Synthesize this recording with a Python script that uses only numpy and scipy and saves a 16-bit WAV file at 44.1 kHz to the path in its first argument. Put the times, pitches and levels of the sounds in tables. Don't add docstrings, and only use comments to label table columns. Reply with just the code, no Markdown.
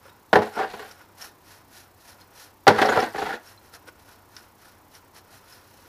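import sys
import numpy as np
from scipy import signal
from scipy.fft import rfft, irfft
from scipy.io import wavfile
from scipy.ndimage import uniform_filter1d

SR = 44100
rng = np.random.default_rng(int(sys.argv[2]) if len(sys.argv) > 2 else 0)


def store_wav(level_fs):
    pcm = np.round(np.clip(np.atleast_2d(level_fs), -1, 1) * 32767)
    wavfile.write(sys.argv[1], SR, pcm.T.astype(np.int16))


N = 259293
T = np.arange(N) / SR

# (frequency [Hz], relative level [dB per Hz])
SHOP_COLOUR = [(15, -40.5), (25, -4.5), (43, -8.5), (86, -1), (164, -7.5), (305, -4), (598, -9.5),
               (970, -4), (1170, -10), (1410, -14), (3170, -23.5), (5430, -26.5), (9050, -32), (13900, -26),
               (15500, -24.5)]
# (frequency [Hz], gain [dB])
RECORDER_HISS_COLOUR = [(2000, -32.0), (7000, -4.5), (11000, -4.5), (14000, 1.5), (16000, -6)]

# (time [s], level [dB], half length [s])
FROTH = [(.45, -55, 0.11), (.8, -54.5, .12), (2.972, -50, 0.21), (3.27, -54, .1)]
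# (frequency [Hz], gain [dB])
CRACKLE_COLOUR = [(1000, -21), (4000, 4.5), (8000, -6), (11000, -2.0), (15000, -4.5)]

# (time [s], starting pitch [Hz], peak level [dB], t60 [s])
DROPS = [(.055, 543, -44, 0.061), (.095, 3740, -51, 0.04), (1.217, 5450, -34, 0.027),
         (1.224, 5540, -30, .025), (2.213, 5040, -46, .024), (2.217, 4270, -44.5, .024),
         (2.895, 6680, -33.5, 0.057), (2.901, 7040, -34, 0.046), (3.474, 5450, -42.5, .03),
         (3.577, 4080, -46.5, 0.045), (5.525, 5130, -43, 0.045)]

# (time [s], relative level [dB])
CLINKS = [(0.3315, -32), (0.913, -40), (2.678, -14), (2.6812, -20.5), (2.785, -50), (2.823, -38),
          (2.858, -25), (3.003, -25), (3.185, -34), (3.748, -41), (4.366, -33), (4.951, -40.5),
          (5.164, -46)]
# (nominal frequency [Hz], relative level [dB], t60 [s])
TUBE_MODES = [(1517, -10.5, .05), (2660, -12.5, 0.032), (2900, -13, 0.046), (3870, -16, 0.051),
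              (4730, -2, 0.036), (5336, 1, 0.041), (5640, 0.5, 0.028), (10500, -12, 0.031)]
# (frequency [Hz], gain [dB])
TICK_COLOUR = [(200, -30.0), (1500, 14.0), (6000, 3), (8000, -13.5), (15000, -16.5)]

# (time [s], hiss level [dB], half length [s], relative squelch level [dB])
STROKES = [(0.07, -64, 0.039, -49.5), (0.36, -43.5, .015, -52), (0.552, -52, 0.022, -37.5),
           (0.904, -56, 0.044, -48.5), (1.007, -63, 0.032, -52), (1.234, -43.5, .045, -46.5),
           (1.518, -53.5, 0.062, -54), (1.777, -50, 0.056, -55.5), (2.014, -60, .03, -63),
           (2.094, -51, 0.042, -59), (2.212, -59.5, 0.024, -60), (2.411, -48.5, 0.059, -54.5),
           (3.487, -53.5, 0.054, -53), (3.665, -63, 0.043, -58), (3.749, -47, 0.017, -48),
           (3.884, -53, 0.012, -42.5), (4.008, -63, 0.021, -73), (4.105, -58, 0.052, -59),
           (4.384, -56.5, 0.061, -53.5), (4.657, -58, 0.063, -55.5), (4.954, -53.5, 0.032, -55),
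           (5.171, -49.5, 0.022, -50), (5.347, -54.5, 0.047, -54), (5.525, -54.5, 0.061, -55.5),
           (5.78, -61.5, 0.17, -61.5)]
# (frequency [Hz], relative level [dB per Hz])
BRUSH_COLOUR = [(290, -42), (500, -6), (769, 7.5), (1220, -0.5), (1510, -2.5), (1820, 3.5), (2100, -8.5),
                (3680, -9), (4020, -3.5), (4840, -5.5), (5430, -1), (7670, -3), (11600, -8), (14200, -18),
                (15500, -25)]
# (frequency [Hz], gain [dB])
BRISTLE_TONE = [(300, -6), (1200, -6), (2500, 4.0), (5000, 1), (8000, -8.5), (11000, 2.5), (15000, 5.5)]
# (frequency [Hz], gain [dB])
TUFT_COLOUR = [(150, -16.5), (450, 4.0), (1150, -4.0), (1500, 4), (1950, -0.5), (2600, -5),
               (4700, -14.5), (5400, -3.0), (6500, -25), (8000, -16.0), (15000, -29.5)]
RETURN_LAG_S, RETURN_HALF_S, RETURN_DB = 0.092, .05, -62.5

# (start [s], end [s], attack [s], release [s], relative level [dB],
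# grit level [dB], easing [dB per s], judder [Hz])
DRAGS = [(.43, .48, 0.013, 0.031, -27.5, -44, 142, 24), (0.6, 0.628, 0.032, 0.025, -21, -43.5, 70, 46.36),
         (.71, 0.745, 0.041, 0.018, -39, -47, 5, 27.9), (0.803, 0.85, 0.029, 0.032, -34.5, -47, 130, 36.12),
         (2.792, 3.041, 0.036, 0.023, -15.5, -34, 17.5, 29.05),
         (3.193, 3.357, 0.043, 0.012, -24, -40, 18.5, 27.53)]
# (frequency [Hz], relative level [dB per Hz])
GRIT_COLOUR = [(1290, -4), (2200, -0.5), (3100, -4), (4200, -4), (6210, -15), (6850, -14.5), (9190, -27),
               (10100, -15.5), (13900, -31.5), (15500, -45)]
# (frequency [Hz], gain [dB])
DRAG_COLOUR = [(60, -43), (130, -7.5), (210, 1), (450, 0), (750, 0.5), (1900, -1.0), (3000, -5.5), (6000, -8.5)]
SLIP_HALF_S, GRIT_JUDDER_DB = .0125, 1.5

# (time [s], relative level [dB], contact time of the first touch [ms])
KNOCKS = [(.3298, -4.5, 0.13), (.356, -2.5, 0.32), (0.3679, -11.5, .7), (.388, -13.5, 1), (.42, -21, 0.2),
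          (.738, -28, 0.66), (2.6685, -4.5, 0.14), (2.6765, 0, 0.44), (2.68, -1, 0.034), (2.7047, -9, 1),
          (2.8166, -10, 0.061), (2.826, -13, 0.077), (2.852, -18.5, 0.36), (2.889, -14.5, .7),
          (2.973, -10.5, .44), (3.147, -26, .5), (3.226, -21, 0.26)]
# (frequency [Hz], relative level [dB], t60 before damping [s])
BOWL_MODES = [(106, -12.5, 0.25), (138.3, -17, .22), (217.2, -10, .22), (329, -6.5, .24), (420.8, 1, 0.21),
              (486.8, -1, 0.25), (560, -15.5, 0.2), (700, -9, 0.24), (762, 7.5, 0.14), (837, 4, 0.086),
              (832, -13.5, 0.33), (1003, -3, .12), (1138, -4.5, 0.087), (1380, 4.5, 0.057),
              (1500, 3.5, 0.05), (1680, -14.5, 0.13), (1818, -8.5, 0.078)]
# (frequency [Hz], relative level [dB per Hz])
BOWL_COLOUR = [(40, -28.5), (130, -16.5), (250, -11), (450, -5), (800, -1.5), (1230, -9.5), (1500, -4),
               (1900, -6.5), (2400, -16), (4000, -18), (5500, -22.5), (7000, -31.5), (11000, -33),
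               (16000, -37)]
CHATTER_GAP_S, CHATTER_LOSS_DB, CHATTER_SOFTENING = .0048, 7, 2.6


def undb(db):
    return 10 ** (np.asarray(db) / 20)


def unit(x):
    return x / np.sqrt(np.mean(x ** 2))


def fade(t, t60):
    return np.exp(-np.log(1000) * t / t60)


def add(out, s, x):
    i = int(s * SR)
    out[i:i + len(x)] += x[:N - i]


def ring(x, response):
    return signal.fftconvolve(x, response)[:len(x)]


def colour(x, points):
    hz, db = np.transpose(points)
    size = 4096
    bins = np.fft.rfftfreq(size, 1 / SR)
    gain_db = np.interp(np.log(bins + 1), np.log(hz), db)
    cepstrum = irfft(np.log(undb(gain_db)))
    cepstrum[1:size // 2] *= 2
    cepstrum[size // 2 + 1:] = 0
    return ring(x, irfft(np.exp(rfft(cepstrum))))


def walk(rate):
    return unit(np.interp(T * rate, np.arange(N), rng.standard_normal(N)))


def clicks(rate, spread_db, size=N):
    hits = rng.random(size) < rate / SR
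    signs = rng.choice([-1, 1], size)
    return hits * signs * undb(spread_db * np.minimum(rng.standard_normal(size), 2))


def steady(x):
    return x / np.sqrt(np.abs(uniform_filter1d(x ** 2, size=1764)) + 1e-12)


def swell(s, db, half_length):
    return undb(db) * np.exp(-np.minimum(np.abs(T - s) / half_length, 10) ** 2)


def room(x, wet_db=-11, t60=0.17):
    t = T[:SR // 2]
    tail = rng.standard_normal(len(t)) * fade(t, t60) * (t > .003)
    return x + undb(wet_db) * ring(x, tail / np.linalg.norm(tail))


def recorder_hiss(level_db=-67):
    flicker = np.cos(np.pi * 30.3 * T) ** 4
    hiss = colour(rng.standard_normal(N), RECORDER_HISS_COLOUR) * flicker
    return undb(level_db) * unit(hiss)


def workshop(air_db=-56, hum_hz=95, hum_db=-65.0):
    air = unit(colour(rng.standard_normal(N), SHOP_COLOUR)) * undb(air_db + .3 * walk(5))
    wavering_hz = hum_hz * (1 + .03 * walk(20))
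    hum = np.sin(2 * np.pi * np.cumsum(wavering_hz) / SR) * undb(2.3 * walk(12))
    return air + undb(hum_db) * unit(hum)


def froth(count=2500, t60=.012, size_range_db=6):
    shimmer, t = np.zeros(N), T[:SR // 40]
    for when, pitch, size in rng.random((count, 3)):
        hz = 3500 + 11000 * pitch
        grain = fade(t, t60) * np.sin(2 * np.pi * hz * t)
        add(shimmer, when * T[-1], undb(size_range_db * size) * grain)
    crackle = colour(clicks(rate=3600, spread_db=2), CRACKLE_COLOUR)
    fizz = steady(shimmer) + steady(crackle)
    return unit(fizz) * sum(swell(*spell) for spell in FROTH)


def drops(glide=0.64):
    out, t = np.zeros(N), T[:SR // 8]
    for s, hz, db, t60 in DROPS:
        rising = np.sin(2 * np.pi * hz * t * (1 + glide * t))
        add(out, s, undb(db) * fade(t, t60) * rising)
    return out


def clinks(gain_db=-6, tick_db=-5, tick_t60=0.041):
    out, t = np.zeros(N), T[:SR // 8]
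    for s, db in CLINKS:
        grip = 1 + .008 * rng.standard_normal(len(TUBE_MODES))
        steel = np.zeros(len(t))
        for (hz, mode_db, t60), detune in zip(TUBE_MODES, grip):
            steel += undb(mode_db) * fade(t, t60) * np.sin(2 * np.pi * hz * detune * t)
        tick = colour(rng.standard_normal(len(t)) * fade(t, tick_t60), TICK_COLOUR)
        add(out, s, undb(db + gain_db) * (steel + undb(tick_db) * tick))
    return out


def brush(squelch_db=-2, rest_db=-71, tube_hz=1460, tube_t60=0.018, tube_db=-3):
    flicks = clicks(rate=8000, spread_db=3) * undb(1.7 * walk(130))
    bristles = colour(colour(flicks, BRUSH_COLOUR), BRISTLE_TONE)
    pops = clicks(rate=2400, spread_db=4) * undb(2.2 * walk(70))
    tuft = unit(colour(pops, TUFT_COLOUR))
    t = T[:SR // 8]
    hollow = unit(ring(pops, fade(t, tube_t60) * np.sin(2 * np.pi * tube_hz * t)))
    hiss, squelch = np.full(N, undb(rest_db)), np.zeros(N)
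    for s, stroke_db, half_length, wet_db in STROKES:
        hiss += swell(s, stroke_db, half_length)
        squelch += swell(s, wet_db + squelch_db, half_length)
        squelch += swell(s + RETURN_LAG_S, RETURN_DB, RETURN_HALF_S)
    return steady(bristles) * hiss + steady(tuft + undb(tube_db) * hollow) * squelch


def bowl(thud_t60, tail_db, tail_t60, modes_db, damping, spot_db):
    t = T[:SR // 3]
    decay = fade(t, thud_t60) + undb(tail_db) * fade(t, tail_t60)
    dense = unit(colour(rng.standard_normal(len(t)) * decay, BOWL_COLOUR))
    spot = undb(spot_db * rng.standard_normal(len(BOWL_MODES)))
    modes = np.zeros(len(t))
    for k, (hz, db, t60) in enumerate(BOWL_MODES):
        sign = (-1) ** k
        modes += sign * spot[k] * undb(db) * fade(t, t60 / damping) * np.sin(2 * np.pi * hz * t)
    high_pass = signal.butter(4, 80, "high", fs=SR, output="sos")
    return unit(signal.sosfilt(high_pass, dense + undb(modes_db) * unit(modes)))


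def pressure(t, start, end, attack, release, easing):
    outside = np.maximum(start - t, 0) / attack + np.maximum(t - end, 0) / release
    eased_db = -easing * (np.clip(t, start, end) - start)
    return np.exp(-np.minimum(outside, 10) ** 2) * undb(eased_db)


def slip():
    t = T[:SR // 2]
    push = np.exp(-(t / SLIP_HALF_S - 2) ** 2)
    jerks = clicks(rate=1000, spread_db=3, size=len(t)) * push
    response = bowl(thud_t60=0.038, tail_db=-11.5, tail_t60=0.29, modes_db=-1, damping=2.2, spot_db=1.5)
    sound = ring(jerks, response)
    return sound * np.linalg.norm(push) / np.linalg.norm(sound)


def drags(count=11):
    body, load = np.zeros(N), np.zeros(N)
    for start, end, attack, release, db, crunch_db, easing, judder_hz in DRAGS:
        hand = (start, end, attack, release, easing)
        for s in start + (np.arange(count) - 1) / judder_hz:
            add(body, s - 2 * SLIP_HALF_S - .004, undb(db) * pressure(s, *hand) * slip())
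        judder = np.cos(2 * np.pi * judder_hz * (T - start))
        load += undb(crunch_db + GRIT_JUDDER_DB * judder) * pressure(T, *hand)
    crunch = clicks(rate=4000, spread_db=4.5)
    grit = steady(colour(crunch, GRIT_COLOUR)) * load
    return colour(body, DRAG_COLOUR) + room(grit)


def knocks(gain_db=-19.5, count=3):
    out = np.zeros(N)
    for s, db, contact_ms in KNOCKS:
        for touch in range(count):
            contact_s = contact_ms / 1000 * CHATTER_SOFTENING ** touch
            keep = np.exp(-2 / (contact_s * SR))
            blow = bowl(thud_t60=0.034, tail_db=-16.0, tail_t60=0.23, modes_db=-4.5, damping=0.81, spot_db=-0.5)
            softened = unit(signal.lfilter([1 - keep], [1, -keep], blow))
            touch_db = db + gain_db - touch * CHATTER_LOSS_DB
            add(out, s + touch * CHATTER_GAP_S, undb(touch_db) * softened)
    return out


def scene():
    washing = room(froth() + drops() + clinks() + brush())
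    return (recorder_hiss() + workshop() + washing + drags() + knocks())[None]


def record(dry, top_hz=15300):
    low_pass = signal.ellip(12, .2, 90, top_hz, fs=SR, output="sos")
    return signal.sosfilt(low_pass, np.tanh(dry))


dry = scene()
out = record(dry)
store_wav(out)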